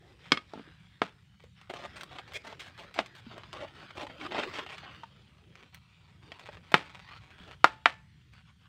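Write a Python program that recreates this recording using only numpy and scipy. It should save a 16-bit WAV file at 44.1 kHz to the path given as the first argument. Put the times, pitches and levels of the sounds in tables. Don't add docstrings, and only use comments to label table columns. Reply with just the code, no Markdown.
import sys
import numpy as np
from scipy import signal
from scipy.fft import rfft, irfft
from scipy.io import wavfile
from scipy.ndimage import uniform_filter1d

SR = 44100
rng = np.random.default_rng(int(sys.argv[2]) if len(sys.argv) > 2 else 0)


def dump_mix(stems):
    frames = np.atleast_2d(stems).T
    limited = np.clip(frames, -1, 1)
    pcm = np.round(limited * 32767).astype(np.int16)
    wavfile.write(sys.argv[1], SR, pcm)


N = 382788

# start t/s, length t/s,
# level/dB, growth level/dB, hollow body at start level/dB, at end level/dB, juicy fizz level/dB
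SAW_STROKES = [(1.695, .007, -37, 2, 7, 8, 6), (1.73, 0.13, -44.5, 4, -1, 1, 4.5),
               (1.958, 0.067, -44.5, -18, -13, -3, 6.5), (2.109, 0.09, -47.5, -4, 3.5, -1, 4.5),
               (2.271, 0.053, -50.5, 2, -14, 2, 5), (2.438, 0.087, -45, -4, -3.5, 2.5, 5.5),
               (2.599, .1, -46.5, -1, -21, -4.5, 7), (2.775, 0.078, -47.5, -12, -4.5, 3.5, 6.5),
               (2.943, 0.062, -39.5, 14, -9, 7, 2.5), (3.149, 0.051, -52.5, 0, -10, -7, 9.5),
               (3.3, 0.12, -53, -8, 7, 0, -2), (3.529, 0.13, -44.5, -11.5, 1.5, 7, 2),
               (3.746, .11, -54.5, -0.5, -10, 6.5, 4.5), (3.951, 0.094, -42.5, 0, 3.5, 5.5, 5.5),
               (4.09, 0.022, -48.5, -7, 7, 5, -9), (4.194, 0.072, -43, 6, -1, 4.5, 2),
               (4.307, 0.13, -32.5, 6, 5, -5.5, -4.5), (4.526, 0.072, -39, 0.5, 0, -10, 4),
               (4.688, 0.068, -43.5, 1.5, -4, -8.5, 3), (4.818, 0.15, -51, 2, 0.5, -7.5, -27)]
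BITE_S = 0.004


def gain_of(db):
    return 10 ** (np.asarray(db) / 20)


def evened(x):
    return x / np.sqrt(np.mean(x ** 2) + 1e-20)


def read(points, hz):
    f, value = np.transpose(points)
    return np.interp(np.log(hz + 1), np.log(f + 1), value)


def add(mix, s, sound):
    part = mix[max(round(s * SR), 0):][:len(sound)]
    part += sound[:len(part)]


def click(*spectra, size=2048):
    hz = abs(np.fft.fftfreq(size, 1 / SR))
    log_gain = np.log(gain_of(sum(read(points, hz) for points in spectra)))
    log_spectrum = np.conj(signal.hilbert(log_gain))
    return np.fft.ifft(np.exp(log_spectrum)).real[:size // 2]


def ring(modes, size=16384):
    t = np.arange(size) / SR
    out = np.zeros(size)
    for hz, db, t60 in modes:
        fade = gain_of(-60 * t / t60)
        out += 2 * gain_of(db) * fade / fade.sum() * np.cos(2 * np.pi * hz * t)
    return out


def scatter(x, wet_db, knee, fall, size=16384):
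    t = np.arange(size) / SR
    onset = 1 - np.exp(-(t / 0.0025) ** 2)
    taps = rng.standard_normal(size) * onset * (1 + t / knee) ** -fall
    colour = [(150, 7.5), (500, 0.5), (1100, -8.0), (2200, -0.5), (4000, -8.5), (9000, -1), (15000, -3.0)]
    late = signal.fftconvolve(taps, click(colour))[:size]
    echoes = gain_of(wet_db) * late / np.linalg.norm(taps)
    echoes[0] += 1
    return signal.fftconvolve(x, echoes)


def fractures(count, per_s, spread_db):
    chance, size, sign = rng.random((3, count))
    burst = gain_of(spread_db * np.minimum(-np.log(1 - size), 4))
    return (chance < per_s / SR) * burst * np.sign(sign - .5)


def leaf(body_db, fizz_db):
    # f/Hz, level/dB
    crunch_colour = [(60, -37), (170, -5.5), (360, -2), (680, 3.5), (1400, -0.5), (1680, -3.5), (2050, -2),
                     (3200, -4.5), (4500, -14), (6000, -23.5), (8600, -31), (10500, -46.5), (15500, -51.5)]
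    depth = [(600, body_db), (1500, 0), (3200, 0.0048), (8000, fizz_db), (14000, 2.3 * fizz_db)]
    return click(crunch_colour, depth) / np.linalg.norm(click(crunch_colour))


def shifting(x, patchy_db, width_hz, hold, size=1024):
    hop = size // 4
    z = signal.stft(x, SR, nperseg=size, noverlap=size * 3 // 4)[2]
    patches = rng.standard_normal(z.shape)
    spans = [width_hz * size / SR, hold * SR / hop]
    for axis, span in enumerate(spans):
        bell = np.exp(-(np.arange(-40, 41) / (span / 2)) ** 2)
        patches = signal.fftconvolve(patches, np.expand_dims(bell, 1 - axis), "same", axes=axis)
    gains = evened(gain_of(patchy_db * np.clip(evened(patches), -2, 2)))
    return signal.istft(z * gains, SR, nperseg=size, noverlap=size * 3 // 4)[1][:len(x)]


def pocket(x, depth, size=320):
    delays, signs = rng.random((2, 3))
    taps = np.zeros(size)
    places = (size * (.1 + .9 * delays)).astype(int)
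    taps[places] = depth * np.sign(signs - .5)
    taps[0] = 1
    return signal.fftconvolve(x, taps / np.linalg.norm(taps))


def gesture(length, rise, fall):
    t = np.arange(int((length + 5 * fall) * SR)) / SR
    return (1 - np.exp(-t / rise)) * np.exp(-np.maximum(t - length, 0) / fall)


def stepping(count, per_s, spread_db):
    step = np.cumsum(rng.random(count) < per_s / SR)
    return gain_of(spread_db * np.clip(rng.standard_normal(count), -2, 2))[step]


def air():
    # f/Hz, level/dB
    air_colour = [(20, -34.5), (35, -22), (60, 0.5), (110, 3), (170, -1), (260, -17.5), (420, -27.5),
                  (800, -50.5), (1500, -32), (3200, -24.5), (6000, -39), (8600, -39.5), (10500, -49),
                  (15500, -52)]
    level_db, split_hz = -59, 199.5
    hz = np.fft.rfftfreq(N, 1 / SR)
    spectrum = rfft(rng.standard_normal(N)) * gain_of(read(air_colour, hz))
    low = 1 / (1 + (hz / split_hz) ** 4)
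    rumble = shifting(irfft(spectrum * low, N), patchy_db=3.0, width_hz=70, hold=0.11)
    hiss = shifting(irfft(spectrum * (1 - low), N), patchy_db=4.0, width_hz=190, hold=.14)
    t = np.arange(N) / SR
    swell = np.zeros(N)
    for rate in np.geomspace(.4, 9, 12):
        swell += np.sin(2 * np.pi * (rate * t + rng.random())) / np.sqrt(rate)
    return evened(rumble + hiss) * gain_of(level_db + .5 * evened(swell))


def contact():
    # t/s, rustle level/dB, dull shuffle of the head on the board level/dB
    drag_levels = [(1.7, -61, -86), (1.87, -55.5, -59.5), (2.18, -58, -65), (2.54, -56, -65.5),
                   (3.07, -59.5, -69), (3.52, -56, -67), (3.63, -55.5, -60), (3.96, -58, -63),
                   (4.12, -55.5, -55), (4.43, -48.5, -45.5), (4.83, -53, -68), (5.05, -58, -68)]
    rustle_trim_db, shuffle_trim_db, drag_fade_s = 1.5, 2, 0.043
    # start t/s, length t/s,
    # rustle level/dB, shuffle level/dB, crackle of loose leaves level/dB
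    hand_moves = [(0.0, .15, -61, -61.5, -69), (0.18, 0.16, -58, -65, -56),
                  (0.464, 0.25, -58.5, -69.5, -76), (0.723, 0.39, -65.5, -78, -74),
                  (1.394, 0.049, -67, -78, -59.5), (1.557, 0.094, -61, -75.5, -69),
                  (5.053, 0.61, -68, -67.5, -85.5), (5.552, 0.092, -59, -61, -60),
                  (5.72, 0.019, -54, -74, -55.5), (5.802, 0.41, -69.5, -74, -74),
                  (6.21, 0.16, -58, -64.5, -63), (6.384, 0.19, -58.5, -57, -56.5),
                  (6.62, 0.25, -58.5, -67, -61), (6.758, 0.24, -54.5, -67.5, -54.5),
                  (6.993, .19, -53.5, -74, -61), (7.205, 0.028, -56, -68, -53.5),
                  (7.26, 0.23, -60.5, -65.5, -61), (7.377, 0.16, -57, -61, -56.5),
                  (7.57, 0.2, -69.5, -72.5, -80.5), (8.317, 0.061, -62, -80, -61.5),
                  (8.453, 0.038, -62, -82, -66), (8.58, .1, -63.5, -84, -75.5)]
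    reach_s, release_s = 0.015, 0.027
    resting_db = -72.5
    turn_db, turn_s = -1.5, 0.0098
    t, sliding = np.arange(N) / SR, np.zeros(N)
    for start, length, *_ in SAW_STROKES:
        add(sliding, start, gesture(length, BITE_S, turn_s))
    s, rustle_db, shuffle_db = np.transpose(drag_levels)
    inside = np.exp(-abs(t - np.clip(t, s[0], s[-1])) / drag_fade_s)
    dip_db = turn_db * (1 - np.minimum(sliding, 1))
    rustle = inside * gain_of(rustle_trim_db + np.interp(t, s, rustle_db) + dip_db)
    shuffle = inside * gain_of(shuffle_trim_db + np.interp(t, s, shuffle_db))
    power = np.array([rustle ** 2 + gain_of(resting_db) ** 2, shuffle ** 2, np.zeros(N)])
    for start, length, *levels_db in hand_moves:
        for layer, db in zip(power, levels_db):
            add(layer, start, (gain_of(db) * gesture(length, reach_s, release_s)) ** 2)
    return np.sqrt(power)


def bounced(x):
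    # t/s, delay t/ms
    board_echo = [(0, .56), (1.2, .56), (5.6, .66), (6.8, 1.35), (7.35, .66), (8.68, .62)]
    s, ms = np.transpose(board_echo)
    n = np.arange(N)
    delay = np.interp(n / SR, s, ms) * SR / 1000
    echo = np.interp(n - delay, n, x)
    return evened(x + 0.3 * echo)


def rubbing():
    # f/Hz, level/dB
    rustle_colour = [(80, -32), (300, -16.5), (600, -12.5), (900, 1), (1400, 3), (2100, 1.5), (3200, -0.5),
                     (4500, -6), (6000, -18.5), (8600, -29.5), (10500, -37), (15500, -36.5)]
    # f/Hz, level/dB
    shuffle_colour = [(120, -19), (230, -2.5), (320, 2), (480, -2.5), (650, -8), (900, -13), (2000, -48.5)]
    rustle_grains = fractures(N, per_s=3500, spread_db=3.3)
    rustle = evened(signal.fftconvolve(rustle_grains, click(rustle_colour))[:N])
    shuffle_grains = fractures(N, per_s=3500, spread_db=3.3)
    shuffle = evened(signal.fftconvolve(shuffle_grains, click(shuffle_colour))[:N])
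    rustle = shifting(rustle, patchy_db=4.2, width_hz=260, hold=.085)
    shuffle = shifting(shuffle, patchy_db=5.5, width_hz=130, hold=.06)
    rustle = bounced(rustle * stepping(N, per_s=50, spread_db=2.5))
    ticks = signal.fftconvolve(fractures(N, per_s=70, spread_db=2.5), leaf(body_db=-5, fizz_db=3))
    ticks = pocket(evened(ticks[:N]), depth=.5)[:N]
    rustle = .92 * rustle + .35 * ticks
    crackle = signal.fftconvolve(fractures(N, per_s=160, spread_db=5.0), leaf(body_db=-5.5, fizz_db=5))
    crackle = pocket(crackle, depth=.5)
    crackle = evened(scatter(crackle, wet_db=-7, knee=0.01, fall=1.7)[:N])
    return gain_of(-1.5) * (contact() * [rustle, shuffle, crackle]).sum(0)


def snaps():
    # t/s, strength level/dB, hollow body level/dB, juicy fizz level/dB
    rib_snaps = [(0.256, -22, -17.5, -3), (1.439, -32, -1, 11), (1.614, -23.5, -7, 7), (1.7, -12, 6, -1),
                 (1.738, -14, 6.5, 7), (2.01, -11, -27, 8), (2.034, -11.5, -8.5, 10.5),
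                 (2.186, -10, -14, 0), (2.336, -18, -20, 13), (2.597, -15.5, -22, 6), (2.942, -17, -25, 10),
                 (3.061, -17.5, -7, 9.5), (3.38, -18.5, 3, 8), (3.435, -17, -2, -4), (3.53, -10, 0, 6),
                 (3.908, -18.5, -5, 3), (4.016, -13, -4, 4), (4.068, -16, 1, 4), (4.213, -10, -21, -5),
                 (4.397, -5, 5, 2.5), (4.587, -7, 2, 3), (4.664, -15.5, 1.5, 3), (4.781, -13, -13, 5),
                 (5.036, -19.5, -9, 1), (5.555, -20, -16, 4), (5.746, -18.5, -17.5, 15),
                 (6.319, -11.5, -3, 0.5), (6.396, -20, -8, 7.5), (6.489, -19.5, 9, -1),
                 (6.571, -23.5, -1, -1.5), (6.719, -12, 4, 10), (7.111, -20.5, -7, -16),
                 (7.134, -20, -8, -19), (7.478, -23, 2, 3), (8.336, -28, -8, 9)]
    count, fibres_s = 768, 0.003
    out = np.zeros(N)
    for s, db, body_db, fizz_db in rib_snaps:
        burst = fractures(count, per_s=4000, spread_db=3) * np.exp(-np.arange(count) / SR / fibres_s)
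        burst *= 1.15 / (np.linalg.norm(burst) + 1e-9)
        burst[0] = 1
        snap = signal.fftconvolve(burst, leaf(body_db, fizz_db))
        add(out, s, gain_of(db - 6.5) * pocket(snap, depth=0.37))
    return out


def spread(blow):
    # trip t/ms, share thrown back [-]
    edge_returns = [(.4, .4), (1.15, -0.49)]
    hz = np.fft.rfftfreq(2 * len(blow), 1 / SR)
    z = rfft(blow, 2 * len(blow))
    for ms, share in edge_returns:
        trip = np.exp(-2j * np.pi * hz * ms / 1000)
        share = np.clip(share, -.7, .7)
        z = z * (trip + share) / (1 + share * trip)
    return irfft(z)


def knocks():
    # t/s,
    # thump level/dB, body level/dB, knock level/dB, crack level/dB, edge level/dB,
    # rebound t/ms, share of blade ring [0-1], crushed leaves level/dB
    blows = [(0.3193, 22.5, 10.5, 17, 18, 13.5, 1.5, 0.92, -35),
             (0.3728, 2.5, -8, 1.5, 3, -9, 1.28, 1, -63), (0.535, -1, 2, -7.5, -29, -18.5, 3.97, 0, -56),
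             (0.555, 2, -9, -21, -21, -36, 3.3, 0, -60), (0.575, 3, -11, -15, -26, -38, 6.3, 0, -56),
             (0.595, 3.5, -10, -16, -20, -37, 3.5, 0, -62),
             (1.0174, 18.5, 15, 15.5, 8.5, -5, 3.4, 0.36, -38),
             (2.989, 5, 17.5, 10, 11, 0.5, 2.19, 0.08, -43),
             (6.7413, 25.5, 18, 24.5, 23.5, 9, 4.47, 0, -29.5),
             (7.6426, 16, 24, 32, 17, 9.5, 4.56, 0.04, -33), (7.8571, 4, 18, 25, 23.5, 3.5, 4.8, 0.18, -33)]
    blow_hz = [290, 600, 1250, 2400, 4700]
    # f/Hz, level over the bare blow/dB, t60 t/s
    board_modes = [(194.3, -0.5, 0.065), (280.3, 0, 0.07), (444, -0.5, 0.049), (660, 1, 0.076),
                   (723, 1.5, 0.047), (867, 5.5, 0.045), (875, -1, 0.47), (1037, -4, 0.066),
                   (1125, -5.5, .15), (1270, 2, 0.054), (1375, 3.5, 0.028), (1654, -5.5, .05),
                   (1760, -4, 0.33), (1870, -2, 0.037), (2075, -2.5, 0.088), (2280, -1, 0.038),
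                   (2720, -8, .04), (3030, 1, 0.045), (3630, 3, 0.026), (3850, -4, 0.047), (5550, 5, .03)]
    # f/Hz, level over the bare blow/dB, t60 t/s
    blade_modes = [(536, 8.5, 0.14), (1176, 9.5, .04), (1250, 11, 0.11), (1485, 5.5, 0.05), (1680, -3, .07),
                   (2180, 9, 0.078), (2370, 6, 0.058), (3280, 14.5, 0.032), (3840, -1.5, 0.069),
                   (4180, -16.5, .05), (4240, 3, 0.098), (5000, 10.5, 0.028), (5540, 4, 0.028)]
    out, board, blade = np.zeros(N), ring(board_modes), ring(blade_modes)
    t = np.arange(SR // 4) / SR
    for s, *colour_db, rebound_ms, steel, crush_db in blows:
        thump_db, edge_db = colour_db[0], colour_db[-1]
        spectrum = [(30, thump_db - 47.5), (90, thump_db - 20), (160, thump_db - 5.5),
                    *zip(blow_hz, colour_db),
                    (6300, edge_db - 12.5), (8600, edge_db - 20.0),
                    (11000, edge_db - 33), (15500, edge_db - 40.5)]
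        steel = np.clip(steel, 0, 1)
        body = (1 - steel) * board + steel * blade
        body[0] += 1
        blow = spread(click(spectrum))
        add(blow, abs(rebound_ms) / 1000, -.3 * blow)
        rung = signal.fftconvolve(blow, body)
        add(out, s, gain_of(-4.5) * scatter(rung, wet_db=-8.5, knee=0.012, fall=2.29))
        crush = evened(fractures(len(t), per_s=3600, spread_db=5)) * gain_of(crush_db - 60 * t / .24)
        add(out, s, signal.fftconvolve(crush, leaf(body_db=-6.5, fizz_db=3.5)))
    return out


def pops():
    # t/s, starting level/dB, starting f/Hz, t60 t/s
    hollow_pops = [(0.675, -47.5, 320, 0.069), (1.439, -44, 490, 0.052), (3.266, -39.5, 234, 0.13),
                   (4.473, -35, 393, 0.057), (5.034, -32.5, 928, 0.053), (7.405, -44.5, 178, 0.24)]
    sag = 0.059
    out, t = np.zeros(N), np.arange(SR // 4) / SR
    for s, db, hz, t60 in hollow_pops:
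        turns = np.cumsum(hz * (1 - sag * np.minimum(t / t60, 1))) / SR
        envelope = gain_of(db - 60 * t / t60) * (1 - np.exp(-t / 0.00045))
        add(out, s, envelope * np.sin(2 * np.pi * turns))
    return out


def strokes(size=16384):
    stop_s = 0.0054
    trim_db = -1.78
    out = np.zeros(N)
    for s, length, db, growth_db, first_body_db, last_body_db, fizz_db in SAW_STROKES:
        force = gesture(length, BITE_S, stop_s)[:size]
        count = len(force)
        toughness = stepping(size, per_s=40, spread_db=3)
        grains = (fractures(size, per_s=2400, spread_db=4) * toughness)[:count]
        along = np.minimum(np.arange(count) / SR / length, 1)
        level = gain_of(trim_db + db + growth_db * (along - .5))
        burst = evened(grains * force) * np.sqrt(np.mean(force ** 2)) * level
        tear = signal.fftconvolve(burst * (1 - along), leaf(first_body_db, fizz_db))
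        tear += signal.fftconvolve(burst * along, leaf(last_body_db, fizz_db))
        add(out, s, pocket(tear, depth=0.28))
    return shifting(out, patchy_db=2.5, width_hz=450, hold=0.021, size=256)


def squeaks():
    # t/s, length t/s, level/dB, middle slip rate f/Hz
    blade_squeaks = [(2.338, .037, -39, 450), (2.593, 0.018, -45, 970)]
    out = np.zeros(N)
    slip = click([(60, -39), (450, 20.5), (1000, -3), (2000, -2), (8500, -3.5), (10500, -14)])
    modes = [(2155, 8, 0.022), (2370, 5.0, 0.0096), (3250, 8, 0.021),
             (4900, -13, 0.0067), (8500, -38, 0.0022)]
    voice = signal.fftconvolve(ring(modes), slip)
    for s, length, db, per_s in blade_squeaks:
        count = int(length * SR)
        wander = evened(uniform_filter1d(rng.standard_normal(count), size=60))
        turns = np.cumsum(per_s * np.exp(.4 * wander)) / SR
        pressure = np.interp(np.linspace(0, 1, count), [0, .7, 1], [.25, 1, .6])
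        slips = np.diff(np.floor(turns), prepend=0) * pressure
        sound = signal.fftconvolve(slips, voice)
        add(out, s, gain_of(db) * sound * np.sqrt(count) / (np.linalg.norm(sound) + 1e-9))
    return out


def scene():
    cabbage = strokes() + snaps() + squeaks() + pops()
    cabbage = scatter(cabbage, wet_db=-8.5, knee=0.011, fall=1.9)[:N]
    return (cabbage + rubbing() + knocks() + air())[None]


def record(dry):
    low_pass = signal.firwin(511, 15800, window=("kaiser", 9), fs=SR)
    return signal.oaconvolve(np.clip(dry, -1, 1), low_pass[None], "same")


dry = scene()
out = record(dry)
dump_mix(out)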